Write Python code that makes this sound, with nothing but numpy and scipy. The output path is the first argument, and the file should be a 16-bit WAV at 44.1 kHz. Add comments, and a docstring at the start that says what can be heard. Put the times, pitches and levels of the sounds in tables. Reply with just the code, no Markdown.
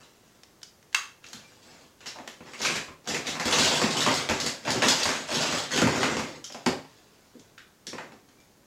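"""A few light taps and one sharp plastic snap, then hands rummage through hard toy figures for four
seconds; a toy drops back and another is lifted out. The toys lie in a shopping bag inside a plastic
crate, in a bare room with a wooden floor. Each knock rings the crate, the hollow bodies, their limbs
and their small hard edges. Stirring is a stream of tiny contacts with the bag crinkling along,
and the floorboards boom softly underneath."""
import sys
import numpy as np
from scipy import signal
from scipy.fft import rfft, irfft
from scipy.io import wavfile
from scipy.ndimage import uniform_filter1d

SR = 44100
rng = np.random.default_rng(int(sys.argv[2]) if len(sys.argv) > 2 else 0)


def unload_audio(sound):
    """Save the sound as a 16-bit wav file, at the path given as the first command line argument."""
    columns = np.transpose(np.atleast_2d(sound))
    # keep every value between -1 and 1, then stretch to whole-number steps
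    steps = np.round(np.clip(columns, -1, 1) * 32767)
    wavfile.write(sys.argv[1], SR, steps.astype(np.int16))


N = 381906

# toy knocking on toy: time_s, level_db, pitch_hz, focus (0 broad crack, 1 usual, 2 and up narrow ring)
TOY_KNOCKS = [(0.4338, -52, 5150, .7), (0.617, -62, 3320, 0.87), (0.631, -43, 5200, 1.1),
              (0.8268, -63.5, 3000, 0.92), (0.928, -51, 2920, 0.72), (1.241, -49.5, 2450, 2),
              (1.265, -51, 4740, 1.6), (1.286, -52.5, 6440, 1.3), (1.331, -41, 3970, .9),
              (2.006, -53, 2470, 0.86), (2.059, -41.5, 2520, 0.64), (2.067, -39.5, 5200, 1.4),
              (2.159, -46.5, 790, 1.9), (2.186, -43, 804, 1), (2.276, -42.5, 3220, .3),
              (2.406, -51.5, 1100, 1.5), (2.535, -43, 2070, 0.73), (2.616, -31, 5970, 1.0),
              (2.648, -25.5, 2400, 2.0), (2.651, -30, 4200, .9), (2.755, -32, 2580, 0.55),
              (2.882, -47.5, 1020, 2.05), (3.074, -35.5, 5700, 0.35), (3.087, -33, 4920, 0.74),
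              (3.145, -32, 2530, 0.51), (3.269, -31.5, 3300, .4), (3.354, -37.5, 950, 0.82),
              (3.398, -30, 1600, 0.31), (3.455, -30, 4800, 0.31), (3.525, -27, 3070, 2.2),
              (3.585, -26, 4400, 0.8), (3.645, -26, 3300, 1.0), (3.817, -27.5, 1020, 0.39),
              (3.969, -30, 3020, 2.3), (4.006, -28.5, 3620, 1.9), (4.024, -32, 3780, 0.71),
              (4.0632, -22, 900, 1.0), (4.14, -30, 4350, 0.99), (4.289, -31, 2970, 0.26),
              (4.297, -27, 900, 0.56), (4.401, -28.5, 4620, 1.1), (4.463, -28, 4800, 0.49),
              (4.678, -27.5, 876, .9), (4.705, -27.5, 4550, 1.4), (4.821, -23, 1680, 1.6),
              (4.825, -25, 837, 0.77), (4.8845, -21, 4570, 1.3), (4.902, -31, 3720, 0.27),
              (5.032, -25.5, 4660, 1.6), (5.055, -29, 1150, 0.68), (5.09, -29.5, 1870, .3),
              (5.151, -37, 1500, 0.37), (5.292, -40, 980, 1.31), (5.315, -35.5, 2140, 0.47),
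              (5.348, -31, 3380, 1.84), (5.43, -32, 4130, 0.4), (5.525, -32, 1184, 0.18),
              (5.583, -34, 4030, 1.1), (5.762, -30.5, 3270, 0.48), (5.776, -27.5, 2970, 0.5),
              (5.818, -23.5, 1300, .9), (5.872, -27, 925, 0.77), (5.958, -32.5, 525, 0.28),
              (6.031, -25, 1309, 0.93), (6.168, -33.5, 1050, 0.63), (6.194, -36.5, 1060, 0.34),
              (6.442, -38.5, 5730, 1.4), (6.501, -48, 550, 0.86), (6.522, -44.5, 5000, 1.3),
              (6.546, -40, 637, 0.65), (6.662, -29.5, 4600, .3), (6.665, -24.5, 522, 1.2),
              (6.85, -57, 826.8, .9), (7.395, -57, 6000, 0.89), (7.579, -49, 1670, 2.8),
              (7.581, -54, 3250, 2.8), (7.868, -38, 5494, 1.3), (7.874, -45, 3400, 1.2),
              (7.931, -42.5, 976, 0.84), (7.982, -41, 1600, 2.3), (7.984, -39.5, 945, 1.6),
              (8.121, -53, 764, 0.46), (8.287, -63, 4200, 0.32), (8.402, -62.5, 6540, .8)]
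# where each part of a knock sits (crate, hollow body, limb, edge): centre_hz
PART_PITCHES_HZ = [300, 750, 1850, 4500]
# the hand sweeping the heap: time_a_s, time_b_s, time_c_s, level_db, depth_db (more crate, less bag)
# the times need not be in order: the earliest starts the sweep, the middle is loudest, the latest ends it
HAND_STROKES = [(0.0, 0, 0.038, -56, -3.5), (0.1, 0.3, 0.49, -70.5, -4), (1.23, 1.36, 1.61, -60, -1),
                (1.58, 1.74, 1.86, -57.5, -0.5), (2, 2.09, 2.37, -58, -1), (2.45, 2.603, 2.45, -50.5, 1.5),
                (2.599, 2.69, 2.75, -34.5, -1), (3.078, 3.115, 3.174, -35.5, 2),
                (3.258, 3.337, 3.28, -36.5, 1.5), (3.465, 3.6, 3.81, -27, -2.5),
                (3.837, 3.914, 4.11, -33, -1), (4.016, 4.127, 4.22, -32.5, -1),
                (4.311, 4.457, 4.5, -38.5, 2), (4.653, 4.724, 4.82, -33, 2),
                (4.827, 4.872, 5.01, -31, -5.5), (4.99, 5.112, 5.22, -37.5, -1.5),
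                (5.292, 5.354, 5.627, -32, -1), (5.746, 5.8, 5.71, -29, 1), (5.861, 6.027, 6.17, -32, 3.5),
                (6.173, 6.24, 6.36, -45, 4.5), (6.453, 6.6, 7, -62.5, -3), (6.896, 7.15, 7.5, -67, -1),
                (7.893, 8.02, 8.08, -57, 8), (8.25, 8.4, 8.4, -73, 8.5)]
# a stiff plastic part catches and snaps home: time_s, level_db
SNAP_CRACKS = [(0.9456, -30.5), (0.9472, -24), (0.9485, -24)]
# the ring of that part: pitch_hz, level_db, t60_s
SNAP_RING = [(387, -10, 0.032), (950, -11.5, 0.014), (1107, 3.5, 0.025), (1540, -3, .022), (1700, -11, .02),
             (2150, -5, 0.047), (2600, 8.5, 0.015), (2770, 3, 0.029), (3270, 6.5, 0.013), (3670, -7, .008),
             (4700, 1, 0.011), (6000, 0, .01), (6350, 5, .015), (6630, 3.5, .015)]
# the load drops on the crate, the crate on the floor: time_s, crate_db, floor_db, top_hz (low is soft)
LOAD_THUDS = [(1.342, -47, -66, 209), (2.186, -43.5, -64, 500), (2.404, -44, -64, 380),
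              (2.617, -43, -59, 420), (2.755, -43, -52, 500), (2.882, -47.5, -52, 500),
              (3.087, -35, -62, 600), (3.455, -30, -43, 400), (3.585, -33, -48, 400),
              (3.819, -23, -48.5, 550), (3.96, -30, -56, 400), (4.064, -26.5, -54, 700),
              (4.295, -29.5, -36, 600), (4.68, -29, -56, 554), (4.755, -27.5, -56, 450),
              (4.85, -25.5, -52, 600), (5.055, -31.5, -42, 600), (5.348, -34.5, -54, 450),
              (5.525, -35, -49, 400), (5.819, -19, -60, 556), (5.836, -20.5, -60, 211),
              (6.031, -29.5, -58, 450), (6.133, -38, -58, 300), (6.17, -33.5, -46, 350),
              (6.664, -21.5, -46, 480), (7.352, -45.5, -72, 450), (7.869, -46.5, -70, 600),
              (7.93, -41, -66, 600), (8.121, -48.5, -74, 398)]
# the ring of the loaded crate: pitch_hz, level_db, t60_s
CRATE_RING = [(81.5, -14.5, 0.035), (121, -5, 0.084), (153.9, -2, 0.11), (218.3, -3.5, 0.17),
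              (246.4, 2.5, 0.082), (268.4, 1.5, 0.097), (341, -1, 0.065), (375, 1.5, 0.07),
              (430.4, 1, 0.067), (522, 4, 0.058), (570, -2.5, 0.027)]
# plastic rubbing on plastic: start_s, length_s, level_db, pitch_hz
RUB_SQUEAKS = [(1.43, 0.041, -53, 2370), (8.29, 0.08, -65, 2110), (8.365, 0.07, -62, 2350)]
# the ring of the floorboards: pitch_hz, level_db, t60_s
FLOOR_RING = [(43, -5.5, 0.27), (66.6, -9, .12), (83, 6, 0.22)]
# colour of plastic contacts through a microphone that dulls above 7.5 kHz: frequency_hz, level_db
PLASTIC_AT_MIC = [(450, 10.5), (700, 2.5), (1400, 1), (2600, -4.5), (4700, -7.5), (7200, -8.5), (8400, -21),
                  (11000, -23), (15500, -33.5)]
# colour of the crinkling bag through a microphone that dulls above 7.5 kHz: frequency_hz, level_db
BAG_AT_MIC = [(1500, -16.5), (3000, 1.5), (4300, -1), (7200, -4), (8400, -13.5), (11000, -28.5),
              (15500, -30)]
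# toys held in the open sound dry, toys down in the crate wet: time_s, wet_db (reflected over direct)
WETNESS = [(0.43, -9), (0.63, -6.5), (1.3, 0.5), (2.05, 6.5), (2.27, -1.5), (2.6, 5.5), (6.66, 1), (7.5, 0),
           (7.87, 1.5)]
# reverb time of the bare room: frequency_hz, t60_s
ROOM_DECAY = [(100, 0.35), (300, 0.35), (800, 0.36), (2000, 0.38), (5000, 0.33), (13000, 0.34)]
# colour of the room tone: frequency_hz, level_db
AIR_COLOUR = [(20, -12.5), (60, -3), (140, 0), (400, -2), (700, -7.5), (1500, -12), (3000, -17),
              (6500, -15.5), (8500, -21), (15500, -23.5)]

CRATE_TOP_HZ, BODY_TOP_HZ, LIMB_TOP_HZ, CUTOFF_HZ = 465, 1197, 2832, 15850
PLACES = 4  # spots in the heap, each with its own reflections


def knocks(gap_s=0.0013, below_db_per_oct=7, above_db_per_oct=5):
    """A knock is a few contacts within milliseconds, each at another place in the heap."""
    walls = [crate() for _ in range(30)]
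    bodies = [plastic(CRATE_TOP_HZ, BODY_TOP_HZ, t60=0.01, count=10) for _ in range(60)]
    limbs = [plastic(BODY_TOP_HZ, LIMB_TOP_HZ, t60=0.0074, count=16) for _ in range(60)]
    edges = [plastic(LIMB_TOP_HZ, CUTOFF_HZ, t60=0.014, count=70, size=700) for _ in range(60)]
    out = np.zeros((PLACES, N))
    for time_s, level_db, pitch_hz, focus in TOY_KNOCKS:
        open_db = max(-wetness_db(time_s), 0)  # a toy held in the open has few neighbours to strike
        shares = contact_shares(fade_db=2 + 0.47 * open_db)
        onsets = time_s + contact_lags(gap_s)
        # the part nearest the knock's pitch is loudest; the others fall away octave by octave
        octaves = np.log2(np.array(PART_PITCHES_HZ) / pitch_hz)
        loss_db = focus * np.maximum(above_db_per_oct * octaves, -below_db_per_oct * octaves)
        part_db = level_db - 0.5 - loss_db + loss_db.min()
        for parts, db in zip((walls, bodies, limbs, edges), part_db):
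            for place, onset, share, k in zip(out, onsets, shares, rng.permutation(len(parts))):
                add(place, onset, hit_gain(db) * share * parts[k])
        # the toy's own note: two close modes that stand out more in a focused knock
        note_db = level_db - 6.5 + 2 * focus
        note_t60 = 0.024 * (PART_PITCHES_HZ[2] / pitch_hz) ** 0.4  # higher notes die sooner
        for place, onset, share in zip(out, onsets, shares):
            note = plastic(pitch_hz * 0.898, pitch_hz * 1.1, note_t60, count=2)
            add(place, onset, hit_gain(note_db) * share * note)
    return out


def plastic(low_hz, high_hz, t60, count, colour=PLASTIC_AT_MIC, spread_db=4.5, size=1500):
    """One tap on a plastic part: short modes scattered between two pitches."""
    hz = low_hz + (high_hz - low_hz) * (np.arange(count) + rng.random(count)) / count
    db = at_hz(colour, hz) + rng.normal(0, spread_db, count)
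    decays = t60 * np.exp(rng.normal(0, 0.32, count))
    modes = band(ring(hz, db, decays, size), low_hz * 1.073, high_hz * 1.58)
    return unit(signal.lfilter([1, 1], 1, modes))  # a finite contact time softens the very top


def crate(spread_db=1.5):
    """One bump on the crate, its modes weighted by where the load strikes."""
    hz, db, t60 = np.transpose(CRATE_RING)
    detuned_hz = hz * np.exp(rng.normal(0, 0.026, len(hz)))  # the shifting load detunes the walls
    struck_db = db + rng.normal(0, spread_db, len(hz))
    return unit(band(ring(detuned_hz, struck_db, t60, size=6000), 71, 660))


def stirring():
    """Toys slide and tick against each other, the crate rumbles under them and the bag's creases pop."""
    walls = [crate() for _ in range(24)]
    toys = [plastic(CRATE_TOP_HZ, LIMB_TOP_HZ, t60=0.023, count=14, spread_db=7) for _ in range(100)]
    creases = [plastic(1414, CUTOFF_HZ, t60=0.014, count=44, colour=BAG_AT_MIC, spread_db=8, size=700)
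               for _ in range(80)]
    rumble = grains(walls, per_s=160, spread_db=6, level_db=effort_db(depth_weight=0.95) - 2.5)
    clatter = grains(toys, per_s=190, spread_db=11, level_db=effort_db(depth_weight=0))
    rustle = grains(creases, per_s=280, spread_db=11, level_db=effort_db(depth_weight=-0.74) + 0.14)
    return rumble + clatter + rustle


def effort_db(depth_weight, attack_s=0.091, swell_db=4, ease_db=6.5, release_s=0.22):
    """The hand's envelope: each stroke catches, swells to its hardest push, eases off and lets go."""
    t, power = np.arange(N) / SR, 0
    for time_a_s, time_b_s, time_c_s, level_db, depth_db in HAND_STROKES:
        corners = np.sort([time_a_s - attack_s, time_a_s, time_b_s, time_c_s, time_c_s + release_s])
        shape_db = np.interp(t, corners, [-60, -swell_db, 0, -ease_db, -60])
        moving = (t > corners[0]) & (t < corners[-1])
        power = power + from_db(level_db + depth_weight * depth_db + shape_db) ** 2 * moving
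    return 10 * np.log10(power + 1e-12)


def grains(sounds, per_s, spread_db, level_db, count=9000):
    """Random contacts of uneven size ride a level envelope, dealt out among the places in the heap."""
    out = np.zeros((PLACES, N))
    times = np.cumsum(rng.gamma(2, 0.5, count)) / per_s
    gains = from_db(rng.uniform(-spread_db, spread_db, count))
    gains /= np.sqrt(uniform_filter1d(gains ** 2, size=24))  # neighbouring contacts share the effort
    gains *= from_db(np.interp(times * SR, np.arange(N), level_db)) * np.sqrt(SR / per_s)
    gains *= rng.choice([-1, 1], count)
    for time_s, gain, k in zip(times, gains, rng.integers(0, len(sounds), count)):
        if time_s < N / SR:
            add(out[k % PLACES], time_s, gain * sounds[k])
    return out


def snap(crack_gain=0.91):
    """Three quick hard cracks, each setting the stiff part ringing."""
    out = np.zeros((len(SNAP_CRACKS), N))
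    for place, (time_s, level_db) in zip(out, SNAP_CRACKS):
        crack = plastic(880, CUTOFF_HZ, t60=0.0056, count=80, spread_db=0.5, size=4000)
        ringing = unit(band(ring(*np.transpose(SNAP_RING), size=4000), 650, 7000))
        add(place, time_s, hit_gain(level_db) * unit(ringing + crack_gain * crack))
    return out


def thuds(gap_s=0.00149):
    """The load lands on the crate in quick, weakening contacts; soft ones stir only the low modes."""
    out = np.zeros((PLACES, N))
    shares = contact_shares(fade_db=1.5)
    for time_s, crate_db, _, top_hz in LOAD_THUDS:
        for place, lag, share in zip(out, contact_lags(gap_s), shares):
            bump = unit(band(crate(), 62, top_hz))
            add(place, time_s + lag, hit_gain(crate_db - 0.5) * share * bump)
    return out


def squeaks(waver=0.0049):
    """Plastic squeaks faintly on plastic: a short, unsteady tone that swells and fades."""
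    out = np.zeros((1, N))
    for start_s, length_s, level_db, pitch_hz in RUB_SQUEAKS:
        size = int(length_s * SR)
        wobble = np.interp(np.linspace(0, 1, size), np.linspace(0, 1, 10), rng.standard_normal(10))
        phase = 2 * np.pi * np.cumsum(pitch_hz * (1 + waver * wobble)) / SR
        add(out[0], start_s, from_db(level_db) * np.hanning(size) * np.sin(phase))
    return out


def floorboards():
    """The wooden floor booms softly under the hand's uneven pressure and under each thud."""
    boards = unit(band(ring(*np.transpose(FLOOR_RING), size=11000), 35, 110))
    force = from_db(effort_db(depth_weight=1) - 23) * rng.standard_normal(N)
    for time_s, _, floor_db, _ in LOAD_THUDS:
        add(force, time_s, [hit_gain(floor_db)])
    return signal.oaconvolve(force, boards)[:N]


def room(places, wet_db):
    """An equal-power blend of each place's direct sound and its own reflections."""
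    wet = from_db(wet_db)
    direct = places / np.sqrt(1 + wet ** 2)
    tails = reflections(len(places))
    return sum(x + signal.oaconvolve(wet * x, tail)[:N] for x, tail in zip(direct, tails))


def reflections(count, predelay_s=0.0024, build_s=0.0029):
    """Dense echoes that die away band by band, a separate unit-energy tail for each place."""
    t = np.arange(SR * 6 // 10) / SR
    fade_in = np.clip((t - predelay_s) / build_s, 0, 1)
    edges_hz = np.geomspace(30, CUTOFF_HZ, 11)
    tails = 0
    for low, high in zip(edges_hz, edges_hz[1:]):
        decay = from_db(-60 * t / at_hz(ROOM_DECAY, np.sqrt(low * high)))
        noise = band(rng.standard_normal((count, len(t))), low, high)
        tails = tails + np.sqrt(high - low) * unit(noise * decay * fade_in)
    return [unit(tail) for tail in tails]


def air(level_db=-60):
    """Room tone: a faint, steady bed of dark noise."""
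    colour = from_db(at_hz(AIR_COLOUR, np.fft.rfftfreq(N, 1 / SR)))
    noise = irfft(rfft(rng.standard_normal(N)) * colour, N)
    return from_db(level_db) * np.sqrt(N) * unit(noise)


def wetness_db(time_s):
    """Reflected over direct level, higher the deeper the toys lie in the crate."""
    return np.interp(time_s, *np.transpose(WETNESS))


def contact_lags(gap_s):
    """Unevenly spaced delays of the contacts in one hit, in seconds."""
    return gap_s * np.r_[0, np.cumsum(rng.uniform(0.3, 1.7, PLACES - 1))]


def contact_shares(fade_db):
    """Gains that split one hit's energy, each contact weaker than the last."""
    return unit(from_db(-fade_db * np.arange(PLACES)))


def ring(hz, db, t60, size):
    """Struck modes dying away, each with random polarity; unit energy."""
    t = np.arange(size, dtype=np.float32) / SR
    tones = np.cos(np.outer(np.float32(2 * np.pi * hz), t))
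    decays = np.exp(-np.outer(np.float32(np.log(1000) / t60), t))
    gains = from_db(db) * rng.choice([-1, 1], len(hz))
    return unit(gains @ (tones * decays).astype(float))


def hit_gain(db):
    """Gain that gives a unit-energy hit this level when averaged over 20 ms."""
    return from_db(db) * np.sqrt(SR / 50)


def from_db(db):
    """Decibels to gain."""
    return 10 ** (np.asarray(db) / 20)


def at_hz(points, hz):
    """Read a curve on a log-frequency axis."""
    points_hz, values = np.transpose(points)
    return np.interp(np.log(np.maximum(hz, 1)), np.log(points_hz), values)


def unit(x):
    """Scale to an energy of one."""
    return x / np.sqrt(np.sum(x ** 2) + 1e-20)


def band(x, low_hz, high_hz):
    """Gentle causal band-pass."""
    sos = signal.butter(2, [low_hz, min(high_hz, CUTOFF_HZ)], "band", fs=SR, output="sos")
    return signal.sosfilt(sos, x)


def add(out, time_s, sound):
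    """Drop a sound onto a track."""
    start = min(max(round(time_s * SR), 0), N)
    out[start:start + len(sound)] += sound[:N - start]


def scene():
    """The mono mix: snap and squeaks fairly dry, stirring wet, knocks and thuds wetter with depth."""
    in_hand = room(snap(), wet_db=-5) + room(squeaks(), wet_db=-2)
    hits = room(knocks() + thuds(), wetness_db(np.arange(N) / SR))
    heap = room(stirring(), wet_db=4)
    return (in_hand + hits + heap + floorboards() + air())[None]


def record(dry):
    """A steep high cut on the whole mix."""
    return signal.sosfiltfilt(signal.ellip(10, 0.05, 60, CUTOFF_HZ, fs=SR, output="sos"), dry)


dry = scene()
out = record(dry)
unload_audio(out)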